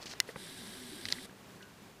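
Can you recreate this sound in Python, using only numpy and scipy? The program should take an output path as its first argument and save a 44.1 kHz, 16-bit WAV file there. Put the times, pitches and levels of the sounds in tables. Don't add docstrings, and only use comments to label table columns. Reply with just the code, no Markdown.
import sys
import numpy as np
from scipy import signal
from scipy.fft import rfft, irfft
from scipy.io import wavfile
from scipy.ndimage import uniform_filter1d

SR = 44100
rng = np.random.default_rng(int(sys.argv[2]) if len(sys.argv) > 2 else 0)


def wrap_up_sound(samples):
    columns = np.atleast_2d(samples).T
    tamed = np.clip(columns, -1, 1)
    steps = np.round(tamed * 32767).astype(np.int16)
    wavfile.write(sys.argv[1], SR, steps)


def gain_from_db(level_db):
    decades = np.asarray(level_db, float) / 20
    return 10 ** decades


N = 88200


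def evened(x):
    return x / np.sqrt(np.mean(x ** 2) + 1e-20)


def add(mix, start_s, sound):
    part = mix[round(start_s * SR):][:len(sound)]
    part += sound[:len(part)]


def resonate(x, hz, width_hz):
    turn = np.exp(2j * np.pi * np.cumsum(hz * np.ones(len(x))) / SR)
    r = np.exp(-np.pi * width_hz / SR)
    return 2 * (turn * signal.lfilter([1 - r], [1, -r], x / turn + 1e-18)).real


def resonate_twice(x, hz, width_hz):
    return resonate(resonate(x, hz, width_hz), hz, width_hz)


def murmur(hz, width_hz):
    return evened(resonate_twice(rng.standard_normal(N), hz, width_hz))


def ring(modes, length_s):
    t = np.arange(0, length_s, 1 / SR)
    return sum(gain_from_db(db - 60 * t / t60_s) * np.sin(2 * np.pi * hz * t) for hz, db, t60_s in modes)


def drift(size):
    return evened(uniform_filter1d(uniform_filter1d(rng.standard_normal(N), size), size))


def motor():
    # hz, width_hz, level_db
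    shell = [(1620, 250, 0.5), (1960, 800, -3), (2500, 1200, -13), (3250, 830, -2), (3800, 760, 1),
             (4600, 1080, -4), (5450, 1040, -7), (7900, 3300, -10.5), (8460, 520, -2), (10030, 530, -2.5),
             (10840, 1100, -8), (12960, 810, -9), (14800, 880, -20), (850, 900, -11)]
    # time_s, pitch_hz
    brush = [(.36, 324), (.44, 385.7), (.53, 384), (.62, 362), (.85, 373.6), (1.1, 372), (1.16, 358.7),
             (1.25, 384.6)]
    on_s, spin_up_s, off_s, stop_s = .352, .06, 1.256, .011
    segments = 6
    t = np.arange(N) / SR
    spin_up = np.clip((t - on_s) / spin_up_s, 0, 1) ** .5
    run = spin_up * np.clip((off_s - t) / stop_s + 1, 0, 1)

    brush_hz = np.interp(t, *np.transpose(brush))
    turn = 2 * np.pi * np.cumsum(brush_hz) / SR
    wobble = sum(np.cos(k * turn / segments + k * k) for k in (1, 2, 3))
    beat = 1 + 0.23 * np.cos(turn) + 0.067 * wobble
    grit = beat * gain_from_db(-2 * drift(size=12) + 0.34 * drift(size=500))

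    whir = sum(gain_from_db(db) * shell_band(grit, hz, width_hz) for hz, width_hz, db in shell)
    tone = gain_from_db(-62) * wavering(brush_hz, wander_hz=9.9)
    rumble = gain_from_db(-62) * murmur(hz=240, width_hz=490)
    return run * (gain_from_db(-50.5) * evened(whir) + tone + rumble)


def shell_band(grit, hz, width_hz):
    hz = hz * (1 + .006 * drift(size=1500))
    band = resonate_twice(grit * rng.standard_normal(N), hz, width_hz)
    return gain_from_db(.7 * drift(size=900)) * band


def wavering(hz, wander_hz):
    phase = 2 * np.pi * np.cumsum(hz + wander_hz * drift(size=500)) / SR
    return np.sqrt(2) * np.sin(phase) * gain_from_db(2.2 * drift(size=900))


def gear_moan(length_s, first_hz, last_hz, db):
    u = np.linspace(0, 1, round(length_s * SR))
    hz = first_hz + (last_hz - first_hz) * u
    phase = 2 * np.pi * (np.cumsum(hz) / SR + rng.random())
    grain = evened(resonate(rng.standard_normal(len(u)), hz, width_hz=45))
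    return gain_from_db(db + 4.5) * (np.sin(phase) + 0.19 * grain) * np.sin(np.pi * u) ** 0.54


def lever_snap(peak_db, push_ms, tilt_db):
    # hz, level_db, t60_s
    lever = [(1960, -23, .018), (2040, -6.5, 0.032), (2300, -9, 0.011), (2780, -23, .01), (2950, -4, 0.013),
             (3700, -9.5, 0.0094), (4400, 6, 0.0031), (5220, 8.5, 0.0032), (5600, -0.5, 0.003),
             (6700, -2.5, 0.0041), (8570, -5, 0.0053), (10200, -13, 0.0064), (13160, -30, .004),
             (14500, -33, .004)]
    u = np.arange(-40, 41) / SR * 1000 / max(push_ms, .02)
    push = np.exp(-4 * u ** 2) * np.cos(2 * np.pi * 3.7 * u * push_ms)
    modes = [(hz, db + tilt_db * np.log2(hz / 4500), t60_s) for hz, db, t60_s in lever]
    sound = np.convolve(ring(modes, .04), push)[30:]
    sound = signal.lfilter(*signal.butter(3, 1500, "high", fs=SR), sound)
    return gain_from_db(peak_db) * sound / abs(sound).max()


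def spring_tick(spring_db, hollow_db, spring_hz):
    # hz, level_db, t60_s
    spring = [(4147, -4, 0.0035), (4600, 7.4, 0.00209), (5200, 1.5, 0.0018), (6300, -7.5, 0.0021)]
    # hz, level_db, t60_s
    spring_edge = [(8950, -23, 0.0025), (10700, -29, .002), (12800, -28, 0.0022), (14200, -25, 0.0031)]
    # hz, level_db, t60_s
    hollow = [(1978, -0.4, 0.013), (2340, -8, 0.004), (2800, -17, 0.01)]
    swell_s, length_s = .0007, .03
    swell = np.minimum(np.arange(0, length_s, 1 / SR) / swell_s, 1) ** 2
    scale = spring_hz / spring[1][0]
    tuned = [(hz * scale, db, t60_s) for hz, db, t60_s in spring]
    bright = swell * ring(tuned + spring_edge, length_s)
    return gain_from_db(spring_db) * bright / abs(bright).max() + gain_from_db(hollow_db) * swell * ring(hollow, length_s)


def knock(db, hz, t60_s):
    sound = ring([(hz, 0, t60_s), (hz * 1.29, -11, t60_s * .5)], t60_s * 1.2)
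    sound = sound * np.minimum(np.arange(len(sound)) / 25, 1)
    sound = np.pad(sound, (0, 600))
    return -gain_from_db(db) * signal.lfilter(*signal.butter(2, 60, "high", fs=SR), sound)


def finger_rub(length_s, db, hz, rise):
    slips_per_s, width_hz = 8200, 3300
    u = np.linspace(0, 1, round(length_s * SR))
    jerk, chance = rng.standard_normal((2, len(u)))
    slips = jerk * (.4 + (abs(chance) < slips_per_s / SR * 1.25))
    slips = slips * gain_from_db(1.6 * drift(size=70)[:len(u)])
    hz = hz * (1 + .08 * drift(size=250)[:len(u)])

    body = evened(resonate(resonate_twice(slips, hz, width_hz), hz, 2 * width_hz))
    air = evened(resonate(resonate(slips, 1900, 3900), 2980, 3900))
    body = body + gain_from_db(-3) * air + gain_from_db(-50) * evened(slips)
    rise = np.clip(rise, .03, .95)
    stroke = np.sin(np.pi / 2 * np.minimum(u / rise, (1 - u) / (1 - rise))) ** 0.98
    return gain_from_db(db) * body * stroke


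def clink():
    # hz, level_db, t60_s
    metal = [(1483, 0.1, 1.5), (1590, -1, 1.2), (1650, -9, .4)]
    length_s = .12
    shake = rng.standard_normal(700) * np.hanning(700)
    held = ring(metal, length_s) * np.linspace(1, 0, round(length_s * SR)) ** 0.53
    return gain_from_db(-62) * evened(np.convolve(held, shake))


def yard():
    # hz, density_db
    hiss_curve = [(15, -49), (25, -39), (122, -5), (198, -5), (330, -8.5), (664, -12.5), (1200, -15),
                  (2910, -20), (15400, -32.5)]
    # hz, width_hz, level_db
    hum = [(47.3, 31, -75), (96, 44, -69.5), (125, 40, -79), (195.2, 6, -67), (397.4, 16.5, -69.5)]
    hz = np.fft.rfftfreq(N, 1 / SR)
    curve_hz, curve_db = np.transpose(hiss_curve)
    shape = gain_from_db(np.interp(np.log(hz + 1), np.log(curve_hz), curve_db))
    hiss = evened(irfft(rfft(rng.standard_normal(N)) * shape, N))
    hiss = gain_from_db(-56 + 1.1 * drift(size=4000)) * hiss
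    return hiss + sum(gain_from_db(db) * murmur(f, width_hz) for f, width_hz, db in hum)


def scene():
    # start_s, peak_db, push_ms, tilt_db_per_octave
    snaps = [
        (.2019, -5.5, 0.02, 1),
        (0.29, -55, 0.13, 5.5),
    ]
    # start_s, spring_peak_db, hollow_db, spring_hz
    ticks = [(.0272, -40, -63, 5000), (.0572, -52, -46, 4030), (.1366, -39, -43, 4900),
             (.2894, -60, -31, 4660), (1.0534, -49, -30, 4600), (1.0542, -21.5, -23, 4670),
             (1.0853, -32, -50, 4600), (1.0861, -30, -31.5, 3670), (1.0878, -33, -52, 4750),
             (1.1226, -43.5, -38, 4630), (1.1244, -11, -22.5, 4800), (1.1275, -34, -41, 4200),
             (1.1543, -62, -37.5, 4520), (1.1852, -60, -32.5, 4530), (1.6272, -42, -55, 3930)]
    # start_s, length_s, first_hz, last_hz, level_db
    moans = [(.41, 0.096, 187.6, 149.5, -60), (.515, 0.052, 262, 268, -56.5), (.555, 0.047, 199, 170, -58),
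             (.583, .07, 278, 185, -54.5), (.655, 0.07, 185, 245, -56.5), (.705, .045, 226, 165, -60),
             (.752, 0.06, 271, 242, -54.5), (.8, .12, 256, 228, -54), (.915, 0.044, 300.1, 300, -52),
             (.953, 0.039, 243, 230, -55.5), (.98, .045, 336, 343, -54.5), (1.015, 0.05, 250, 268, -56),
             (1.04, 0.053, 107, 99, -56.5), (1.05, .035, 222, 207, -56.5), (1.085, 0.043, 265, 245, -56.5),
             (1.115, .045, 153, 179.6, -60), (1.15, 0.0696, 213.5, 293, -53),
             (1.215, 0.046, 175, 215, -55.5)]
    # start_s, peak_db, pitch_hz, t60_s
    knocks = [(.002, -34, 660, 0.0054), (.0563, -30.5, 230, 0.0063), (.1368, -37, 1670, 0.0089),
              (.137, -34.5, 750, 0.0071), (.2893, -36, 465, 0.046), (.2897, -43, 2420, 0.012),
              (.2935, -48, 516, .03), (.2905, -48, 800, 0.022), (.2898, -35.5, 1710, .012),
              (.2945, -38, 1890, 0.017), (.301, -42, 640, .02), (.301, -51, 196, 0.056),
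              (.303, -45, 1500, 0.012), (.3592, -30, 1180, 0.0058), (.3596, -31.5, 2280, 0.0074),
              (.3608, -40, 810, 0.031), (.3608, -35.5, 520, 0.026), (.361, -41, 2020, .022),
              (.36, -41.5, 685, 0.013), (.3612, -41, 1500, 0.02), (.3603, -37.5, 175, 0.04),
              (1.254, -44.5, 462, 0.047), (1.2928, -39, 246, 0.0083), (1.2955, -43, 1620, 0.018),
              (1.3272, -34, 400, 0.004), (1.607, -46, 1580, .03), (1.613, -49.5, 1960, 0.033),
              (1.628, -47, 2910, .025)]
    # start_s, length_s, level_db, centre_hz,
    # rise_share
    rubs = [(.0, 0.061, -60, 1650, .05), (.013, 0.034, -51.5, 4540, 0.41), (.056, 0.036, -48.5, 4450, 0.11),
            (.07, 0.046, -56, 4600, 0.4), (.092, 0.026, -49.5, 5160, 0.27),
            (.104, 0.042, -48.5, 4500, 0.32), (.265, 0.075, -59.5, 3900, 0.29),
            (.272, 0.052, -59.5, 9200, 0.31), (.14, 0.091, -61, 1500, 0.13),
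            (.2026, 0.0052, -38, 3580, 0.081), (1.618, 0.022, -62, 5500, 0.31),
            (1.056, 0.022, -51, 4300, 0.37), (1.086, 0.0068, -41, 3800, 0.06),
            (1.1015, 0.01, -44.5, 4100, 0.18), (1.113, 0.011, -39.5, 4600, 1),
            (1.126, 0.021, -51, 3540, 0.13)]
    mix = motor() + yard()
    sources = ((snaps, lever_snap), (ticks, spring_tick), (moans, gear_moan), (knocks, knock), (rubs, finger_rub))
    for rows, source in sources:
        for start_s, *settings in rows:
            add(mix, start_s, source(*settings))
    add(mix, 1.602, clink())
    return np.array([mix, mix])


def split(x):
    # hz, gain_db
    apart = [(60, -12), (240, -13.5), (950, -7), (3770, -6), (15000, -1)]
    # start_s, end_s, share_of_bands
    stretches = [(0, .022, .95), (.165, .185, .5), (.39, .435, .92), (.482, .52, .85), (.548, .58, .4),
                 (.668, .76, .7), (.79, .825, .2), (.908, 1.02, .7), (1.328, 1.35, .4), (1.52, 1.71, .4),
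                 (1.79, 2, .45)]
    hz, t, z = signal.stft(x, SR, nperseg=1024, noverlap=768)
    share = sum(part * ((t >= start_s) & (t <= end_s)) for start_s, end_s, part in stretches)
    band = (9 * np.log2(1 + hz / 1500)).astype(int)
    block = np.arange(len(t)) // 4
    keep = rng.random((len(t), len(hz)))[block][:, band].T < share

    apart_hz, apart_db = np.transpose(apart)
    gain = gain_from_db(-2 + np.interp(np.log(hz + 1), np.log(apart_hz), apart_db))
    z = keep * z * np.exp(2j * np.pi * rng.random(z.shape)) * gain[:, None]
    other = signal.istft(z, SR, nperseg=1024, noverlap=768)[1][:N]
    return x + np.array([other, -other])


def lowpass(x, edge_hz):
    return signal.oaconvolve(x, signal.firwin(801, edge_hz, window=("kaiser", 9), fs=SR), "same")


def top_cut(x):
    return signal.sosfilt(signal.butter(12, 16820, fs=SR, output="sos"), x)


def record(dry):
    # hz, width_hz, depth
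    port = [(11850, 190, 0.6), (14000, 240, 0.5), (9580, 100, 0.54)]
    # start_s, end_s, edge_hz
    openings = [
        (.198, .205, 16700),
        (1.049, 1.059, 16600),
        (1.121, 1.129, 15850),
    ]
    x, t = dry[0], np.arange(N) / SR
    for hz, width_hz, depth in port:
        x = x - depth * resonate(x, hz, width_hz)
    cut = lowpass(x, 15480)
    heard = cut.copy()
    for start_s, end_s, edge_hz in openings:
        gate = uniform_filter1d(1. * (t > start_s) * (t < end_s), size=150)
        heard += gate * gain_from_db(-5) * (lowpass(x, edge_hz) - cut)
    return top_cut(split(heard))


dry = scene()
out = record(dry)
wrap_up_sound(out)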